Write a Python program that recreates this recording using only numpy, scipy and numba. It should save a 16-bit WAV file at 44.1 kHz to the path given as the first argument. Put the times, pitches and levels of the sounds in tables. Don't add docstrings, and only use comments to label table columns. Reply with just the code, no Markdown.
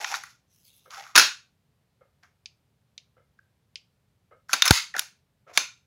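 import sys
import numpy as np
from scipy import signal
from scipy.fft import rfft, irfft
from scipy.io import wavfile
from numba import njit

SR = 44100
rng = np.random.default_rng(int(sys.argv[2]) if len(sys.argv) > 2 else 0)


def master_out(mix):
    frames = np.transpose(np.atleast_2d(mix))
    ceiling = np.clip(frames, -1, 1)
    pcm = np.round(ceiling * 32767).astype(np.int16)
    wavfile.write(sys.argv[1], SR, pcm)


N = 258646
T = np.arange(N) / SR
TOP_HZ = 16000

# pitch_hz, level_db
STEEL_TONE = [(88, -26.5), (150, -15.5), (504, -8.5), (871, -3), (1290, -5.5), (1420, -6.5), (2600, -4),
              (3040, -6), (3620, -3), (6640, -7), (8900, -21.5), (10400, -13.5), (13200, -26.5),
              (15100, -21), (16000, -26.5)]


def pistol(lock_s=4.708, delay_s=0.00046):
    # start_s, level_db, bounce_loss_db, low_db, mid_db, top_db, frame_db,
    # room_db, ping_hz, ping_db
    hits = [(0.0441, -12, 25, -46, -9, -35.5, 2.5, -2, 1760, -24),
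            (0.128, -24, 15, -25, -3, -26.5, 5, -1.5, 1140, -2),
            (0.14, -12, 11.5, -49, -2.5, -35, -5.5, -5.5, 1744, -6.5),
            (0.148, -18, 10, -34.5, -5.5, -24.5, 2, -9, 3840, -10),
            (0.235, -25.5, 8.5, -22.5, -2, -14, 12, 0.5, 1950, -4),
            (1.1540, -1, 13.5, -21, -13.5, -28, 0, -3.5, 2700, -17),
            (1.1591, 1, 11, -31.5, -19, -16, 0.5, -3, 6800, -12.5),
            (1.1627, 1.5, 6.5, -24, -17, -23.5, 1.5, -4, 1554, -13),
            (1.176, 5, 13.5, -22, -12.5, -17, 0, -3.5, 1440, -12),
            (1.1815, 4, 6, -25, -18, -15.5, -0.5, -1.5, 5110, -12),
            (1.1957, -0.5, 14, -30, -14, -20.5, -2, 3, 1542, -12.5),
            (4.5310, -3, 11.5, -29, -17, -19.5, 3.5, -5.5, 4436, -15),
            (4.5362, -6, 7, -20.5, -11.5, -19, 3, -5, 1570, -15.5),
            (4.6206, 2.5, 13, -39.5, -18, -24.5, 2, -7, 3670, -11),
            (4.654, -9.5, 14.5, -30, -20.5, -12, 1.5, -4, 6450, -12.5),
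            (4.6611, -8, 16.5, -34, -12.5, -16, 3, -8, 6080, -9.5),
            (4.6775, -3.5, 12.5, -28.5, -19, -18.5, 3.5, -9.5, 5130, -12),
            (4.964, -13.5, 20, -15.5, -15, -20, 8, -14.5, 1490, -4.5),
            (4.9927, -7, 22.5, -33, -23.5, -12, 2.5, -12, 5460, -25),
            (5.574, 1, 12, -26, -17, -21, 10.5, -5.5, 2450, -26.5)]
    direct, sides = np.zeros(N), np.zeros((3, N))
    for start_s, db, loss_db, low_db, mid_db, top_db, frame_db, room_db, ping_hz, ping_db in hits:
        start_s += delay_s
        add(direct, start_s, rattle(db, loss_db, low_db, mid_db, top_db, frame_db, ping_hz, ping_db))
        for side in sides:
            add(side, start_s, rattle(db + room_db - 6.5, loss_db, low_db, mid_db, top_db - 2,
                                      frame_db, ping_hz, ping_db - 4))
    add(direct, lock_s, clack(13, low_db=-37.5, mid_db=-10, top_db=-18.5, chatter_ms=4.9,
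                              ping_hz=800, ping_db=-13.5))
    for side in sides:
        add(side, lock_s, clack(0.85, low_db=-38, mid_db=-15.5, top_db=-17.5, chatter_ms=4.44,
                                ping_hz=2270, ping_db=-21, frame_db=-8))
    add(direct, lock_s, thump(hz=95, db=8, decay_s=0.0033))
    add(direct, 1.178, slide_ring(db=-13.5))
    return direct, sides


def rattle(db, loss_db, low_db, mid_db, top_db, frame_db, ping_hz, ping_db, bounce_s=.0046):
    out = np.zeros(len(seconds(.15)))
    detune = 1 + 0.016 * rng.standard_normal()
    for k in range(4):
        hit = clack(db - k * max(loss_db, 0), low_db, mid_db, top_db, chatter_ms=3.81,
                    ping_hz=ping_hz, ping_db=ping_db, frame_db=frame_db, detune=detune)
        add(out, k * bounce_s, hit)
    return out


def clack(db, low_db, mid_db, top_db, chatter_ms, ping_hz, ping_db, frame_db=3, detune=1):
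    # pitch_hz, width_hz, level_db
    frame_notes = [(1438, 48, 8), (2430, 130, -5), (3650, 53, -5.5), (4320, 42, -7), (5200, 24, -5),
                   (6330, 130, -4.5), (7200, 36, -8), (7500, 11, -14.5), (10800, 41, -14)]
    held_notes = [(hz * detune, width * 3, gain_db) for hz, width, gain_db in frame_notes]
    contact = chatter(chatter_ms)
    steel = colour(contact, STEEL_TONE)
    steel = steel + amp(frame_db) * resonate(steel, held_notes)
    bands = [(178, 960, low_db), (1006.3, 2000, mid_db), (2170, 7460, -10), (9000, 16000, top_db)]
    body = sum(amp(band_db) * unit(band(steel, lo, hi, order=4)) for lo, hi, band_db in bands)
    ping = ring_twice(contact, ping_hz, 160, 960)
    return burst(body + amp(ping_db) * unit(ping), db, chatter_ms, crest_db=10)


def chatter(length_ms, steepness=1.8):
    t = seconds(.06)
    return rng.standard_normal(len(t)) * np.exp(-(t * 1000 / max(length_ms, .5)) ** steepness)


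def slide_ring(db, blur_hz=22, blur_depth=0.98):
    # pitch_hz, level_db
    slide_notes = [(1415, -3), (1478, -1), (1542, 0.5), (1700, -5), (2617, 0.5), (2885, -1), (3275, -2),
                   (3710, -5), (4078, 1), (4264, -6), (4409, -3), (4543, -3), (4705, -6), (4882, -4),
                   (5180, 1), (5470, -3.5), (5857, -7.5), (6618, -2), (6669, -3.5)]
    t, ring = seconds(.5), 0
    for hz, gain_db in slide_notes:
        wobble = lowpass(rng.standard_normal((2, 2 * len(t))), blur_hz)[:, len(t):]
        blur = blur_depth * unit(wobble)
        phase = 2 * np.pi * (hz * t + rng.random())
        ring = ring + amp(gain_db) * ((1 + blur[0]) * np.sin(phase) + blur[1] * np.cos(phase))
    ring = ring * fade(t, fade_s=.27)
    return ring * amp(db) / np.std(ring[t < .02])


def thump(hz, db, decay_s):
    t = seconds(.1)
    swing = amp(db) * np.exp(-t / decay_s) * np.cos(2 * np.pi * hz * t)
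    return lowpass(swing, 420)


def grip_knocks(width_hz=330):
    # start_s, peak_db, pitch_hz, chatter_ms
    knocks = [(0.969, -34, 1400, 5), (1.065, -40.5, 1359, 4.07), (3.389, -46, 1560, 3.9),
              (4.4936, -27.5, 1417, 6), (4.514, -34, 1420, 26), (4.666, -22.5, 1437, 15),
              (4.94, -24, 1770, 3.4), (4.949, -24.5, 1530, 3), (4.983, -23.5, 1530, 3.6),
              (5.022, -35.5, 1416, 3.3)]
    out = np.zeros(N)
    for start_s, db, hz, chatter_ms in knocks:
        contact = chatter(chatter_ms)
        hollow = ring_twice(contact, hz, width_hz, width_hz)
        add(out, start_s, peak(hollow + amp(-30.5) * colour(contact, STEEL_TONE), db))
    return out


def rubbing(damping=0.31):
    # pitch_hz, level_db
    rub_tone = [(120, -74.5), (200, -41.5), (509, -29.5), (735, -5), (883, -18.5), (1160, -7),
                (1770, -14.5), (2210, -7.5), (3970, -12), (5420, -13), (7540, -19.5), (8270, -29.5),
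                (10700, -25.5), (16000, -27.5)]
    # pitch_hz, width_hz, level_db
    rub_notes = [(3570, 76, 3), (5600, 100, 7.5), (6535, 1100, 4), (10400, 1600, 2.5)]
    # start_s, length_s, rasp_db, hiss_db, hollow_hz
    strokes = [(0, 0.03, -31, -38, 766), (0.056, 0.064, -42.5, -38.5, 905),
               (0.098, 0.027, -30.5, -47.5, 832), (0.132, 0.026, -51, -41, 905),
               (0.196, 0.12, -71, -58, 1700), (0.9, 0.055, -45, -48, 1306),
               (0.966, 0.035, -38.5, -49.5, 808), (1.022, 0.081, -52.5, -57.5, 1248),
               (1.145, 0.0067, -39.5, -46.5, 1300), (2.227, 0.011, -55.5, -65, 1520),
               (4.485, 0.043, -46.5, -42, 1400), (4.634, 0.05, -28, -29, 1388),
               (4.944, 0.013, -32, -52.5, 747), (4.976, 0.0082, -46.5, -35.5, 905),
               (5.471, 0.039, -47.5, -67, 546), (5.531, 0.047, -49, -42.5, 1420)]
    slips = tiny_clicks(per_s=7000, spread_db=1.5)
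    rub = colour(slips, rub_tone)
    rasp = unit(band(rub, 500, 2000)) * amp(-6)
    hiss = unit(band(rub + resonate(rub, rub_notes), 3600, 15000)) * amp(-1)
    out = np.zeros(N)
    for start_s, length_s, rasp_db, hiss_db, hz in strokes:
        hollow = unit(ring_twice(slips, hz, damping * hz, 2 * damping * hz)) * amp(-4.5)
        out += stroke(start_s, length_s) * ((rasp + hollow) * amp(rasp_db) + hiss * amp(hiss_db))
    return out * judder()


def stroke(start_s, length_s, build_db=3, release_s=0.024):
    t = np.maximum(T - start_s, 0)
    progress = np.minimum(t / length_s, 1)
    hold = 1 - np.exp(-progress / .25)
    release = np.exp(-np.maximum(t - length_s, 0) / release_s)
    return hold * amp(build_db * (progress - 1)) * release


def judder(catches_per_s=230, depth_db=2):
    return unit(flicker(catches_per_s, depth_db, count=4096))


def ticks(chatter_ms=2.7, ring_width_hz=700):
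    # start_s, level_db, pitch_hz
    touches = [(0.905, -32, 2890), (0.944, -31, 3100), (0.995, -32, 4300), (1.037, -33.5, 2900),
               (2.232, -46.5, 2420), (2.4567, -23.5, 4630), (2.9771, -25.5, 3700), (3.7553, -20.5, 3100)]
    # pitch_hz, level_db
    tick_tone = [(470, -59.5), (800, -35), (1700, -17), (2400, 0), (3000, 0.5), (3600, -3.5), (5000, -0.5),
                 (6700, -7), (7730, -20), (8880, -27.5), (10300, -22.5), (11800, -42.5), (16000, -65)]
    out, t = np.zeros(N), seconds(.15)
    for start_s, db, hz in touches:
        contact = amp(-20) * rng.standard_normal(len(t)) * fade(t, fade_s=.14)
        add(contact, 0, chatter(chatter_ms, steepness=0.9))
        contact[0] += amp(11)
        tick = band(colour(contact, tick_tone), 1100, 15000)
        tick = tick + resonate(tick, [(hz, ring_width_hz, -5)])
        add(out, start_s + 0.0015, burst(tick, db, chatter_ms, crest_db=10.5))
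    return out


def case_rustle():
    # time_s, level_db, scrape_hz
    drag = [(.47, -86, 6170), (.54, -70, 5800), (.635, -71, 5060), (.68, -58.5, 4260), (.72, -68, 3650),
            (.78, -65, 3442), (.88, -71, 3350), (1.0, -65.5, 3401), (1.13, -89.5, 3401)]
    # pitch_hz, level_db
    crinkle_tone = [(1500, -22), (2800, -6.5), (3600, -5.5), (5000, -6.5), (6300, -0.5), (8500, -13),
                    (10800, -1.5), (13500, -6), (16000, -11.5)]
    catches = tiny_clicks(per_s=2500, spread_db=0.5)
    crinkles = colour(catches, crinkle_tone)
    edges_hz = np.geomspace(2000, TOP_HZ, 10)
    patchy = sum(band(crinkles, lo, hi) * flicker(per_s=26, depth_db=3.5, count=512)
                 for lo, hi in zip(edges_hz, edges_hz[1:]))
    time_s, db, hz = np.transpose(drag)
    scrape = glide(catches, np.interp(T, time_s, hz), width_hz=650)
    loudness = np.interp(T, time_s, amp(db), left=0, right=0)
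    return (unit(patchy) + amp(-5) * unit(scrape)) * loudness


def distant_tocks(rise_s=0.0037, decay_s=.034, lead_s=0.0088, detune=0.016):
    # time_s, peak_db
    beats = [(0.86, -45.5), (2.014, -47), (3.173, -51.5), (4.317, -45.5), (5.472, -45.5)]
    # pitch_hz, width_hz, level_db
    tock_notes = [(529.5, 88, 1.5), (1282, 75, 0.5), (1598, 59, -8), (2105, 32, -7), (2980, 71, -21.5)]
    out, t = np.zeros(N), seconds(.3)
    for time_s, db in beats:
        puff = rng.standard_normal(len(t)) * (1 - np.exp(-t / rise_s)) * np.exp(-t / decay_s)
        ring = sum(amp(gain_db) * ring_twice(puff, hz * (1 + detune * rng.standard_normal()), width, 450)
                   for hz, width, gain_db in tock_notes)
        add(out, time_s - lead_s, peak(ring, db))
    return out


def room_echo(x, echo_db=-5, build_s=0.015):
    # low_hz, high_hz, fade_s, level_db
    echo_bands = [(150, 990, 0.18, 6), (890, 2200, 0.25, 1), (2292, 5200, 0.28, 2), (4800, 8900, 0.26, 4),
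                  (8050, 16000, 0.21, -0.5)]
    t = seconds(.6)
    noise = rng.standard_normal(len(t)) * (1 - np.exp(-t / build_s))
    tail = sum(band(noise, lo, hi) * amp(db) * fade(t, fade_s) for lo, hi, fade_s, db in echo_bands)
    return through(x, tail * amp(echo_db) / np.linalg.norm(tail))


def background(level_db=-70):
    # pitch_hz, level_db
    quiet_tone = [(15, -22), (25, -6), (53, -6.5), (120, -3), (153, -5), (344, -22.5), (394, -19),
                  (531, -21), (1160, -27), (4030, -32), (6740, -37), (14800, -39.5), (16000, -48)]
    return unit(colour(rng.standard_normal(N), quiet_tone, size=4096)) * amp(level_db)


def tiny_clicks(per_s, spread_db):
    clicks = (rng.random(N) < per_s / SR) * rng.standard_normal(N)
    return clicks * amp(spread_db * np.minimum(rng.exponential(size=N), 4))


def flicker(per_s, depth_db, count):
    return amp(depth_db * np.interp(T * per_s, np.arange(count), rng.standard_normal(count)))


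def fade(t, fade_s):
    return np.exp(-np.log(1000) * t / fade_s)


def amp(db):
    return 10 ** (np.asarray(db) / 20)


def unit(x):
    return x / np.sqrt(np.mean(x ** 2) + 1e-30)


def peak(x, db):
    return x * amp(db) / np.abs(x).max()


def burst(x, db, length_ms, crest_db):
    return x * amp(db - crest_db) / np.sqrt(np.sum(x ** 2) / (max(length_ms, .5) * SR / 1000))


def seconds(length_s):
    return np.arange(int(length_s * SR)) / SR


def add(track, start_s, x):
    i = int(start_s * SR)
    track[i:i + len(x)] += x[:N - i]


def through(x, response):
    return signal.fftconvolve(x, response)[:len(x)]


def lowpass(x, hz):
    return signal.sosfilt(signal.butter(2, hz, fs=SR, output="sos"), x)


def band(x, low_hz, high_hz, order=3):
    return signal.sosfilt(signal.butter(order, [low_hz, high_hz], "band", fs=SR, output="sos"), x)


def colour(x, points, size=1024):
    hz, db = np.transpose(points)
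    grid_hz = np.arange(size + 1) * SR / (2 * size)
    gain = amp(np.interp(np.log(grid_hz + 1), np.log(hz), db))
    cepstrum = irfft(np.log(gain))[:size]
    cepstrum[1:] *= 2
    return through(x, irfft(np.exp(rfft(cepstrum, 2 * size))))


def resonate(x, notes):
    return sum(amp(db) * signal.lfilter(*signal.iirpeak(hz, hz / width, SR), x)
               for hz, width, db in notes)


def ring_twice(x, hz, width_hz, second_width_hz):
    return resonate(resonate(x, [(hz, width_hz, 0)]), [(hz, second_width_hz, 0)])


def glide(x, hz, width_hz):
    turn = np.exp(2j * np.pi * np.cumsum(hz) / SR)
    return np.real(turn * lowpass(x / turn, width_hz / 2))


def scene():
    clacks, sides = pistol()
    handling = grip_knocks() + rubbing() + case_rustle()
    ticking = ticks()
    echo = sum(room_echo(side) for side in sides) + room_echo(amp(-7) * handling + amp(-18) * ticking)
    return (clacks + handling + ticking + echo + background() + distant_tocks())[None]


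@njit
def follow(x, attack, release):
    out, level = np.empty(len(x)), 0.
    for i in range(len(x)):
        level += (abs(x[i]) - level) * (attack if abs(x[i]) > level else release)
        out[i] = level
    return out


def record(dry, ceiling_db=-2, attack_s=0.00051, release_s=0.044, bass_hz=58):
    level = follow(dry[0], 1 - np.exp(-1 / (attack_s * SR)), 1 - np.exp(-1 / (release_s * SR)))
    limited = dry / np.maximum(level / amp(ceiling_db), 1)
    thinned = signal.sosfilt(signal.butter(4, bass_hz, "high", fs=SR, output="sos"), limited)
    clipped = np.clip(thinned, -1, 1)
    return signal.sosfilt(signal.ellip(8, .2, 80, TOP_HZ, fs=SR, output="sos"), clipped)


dry = scene()
out = record(dry)
master_out(out)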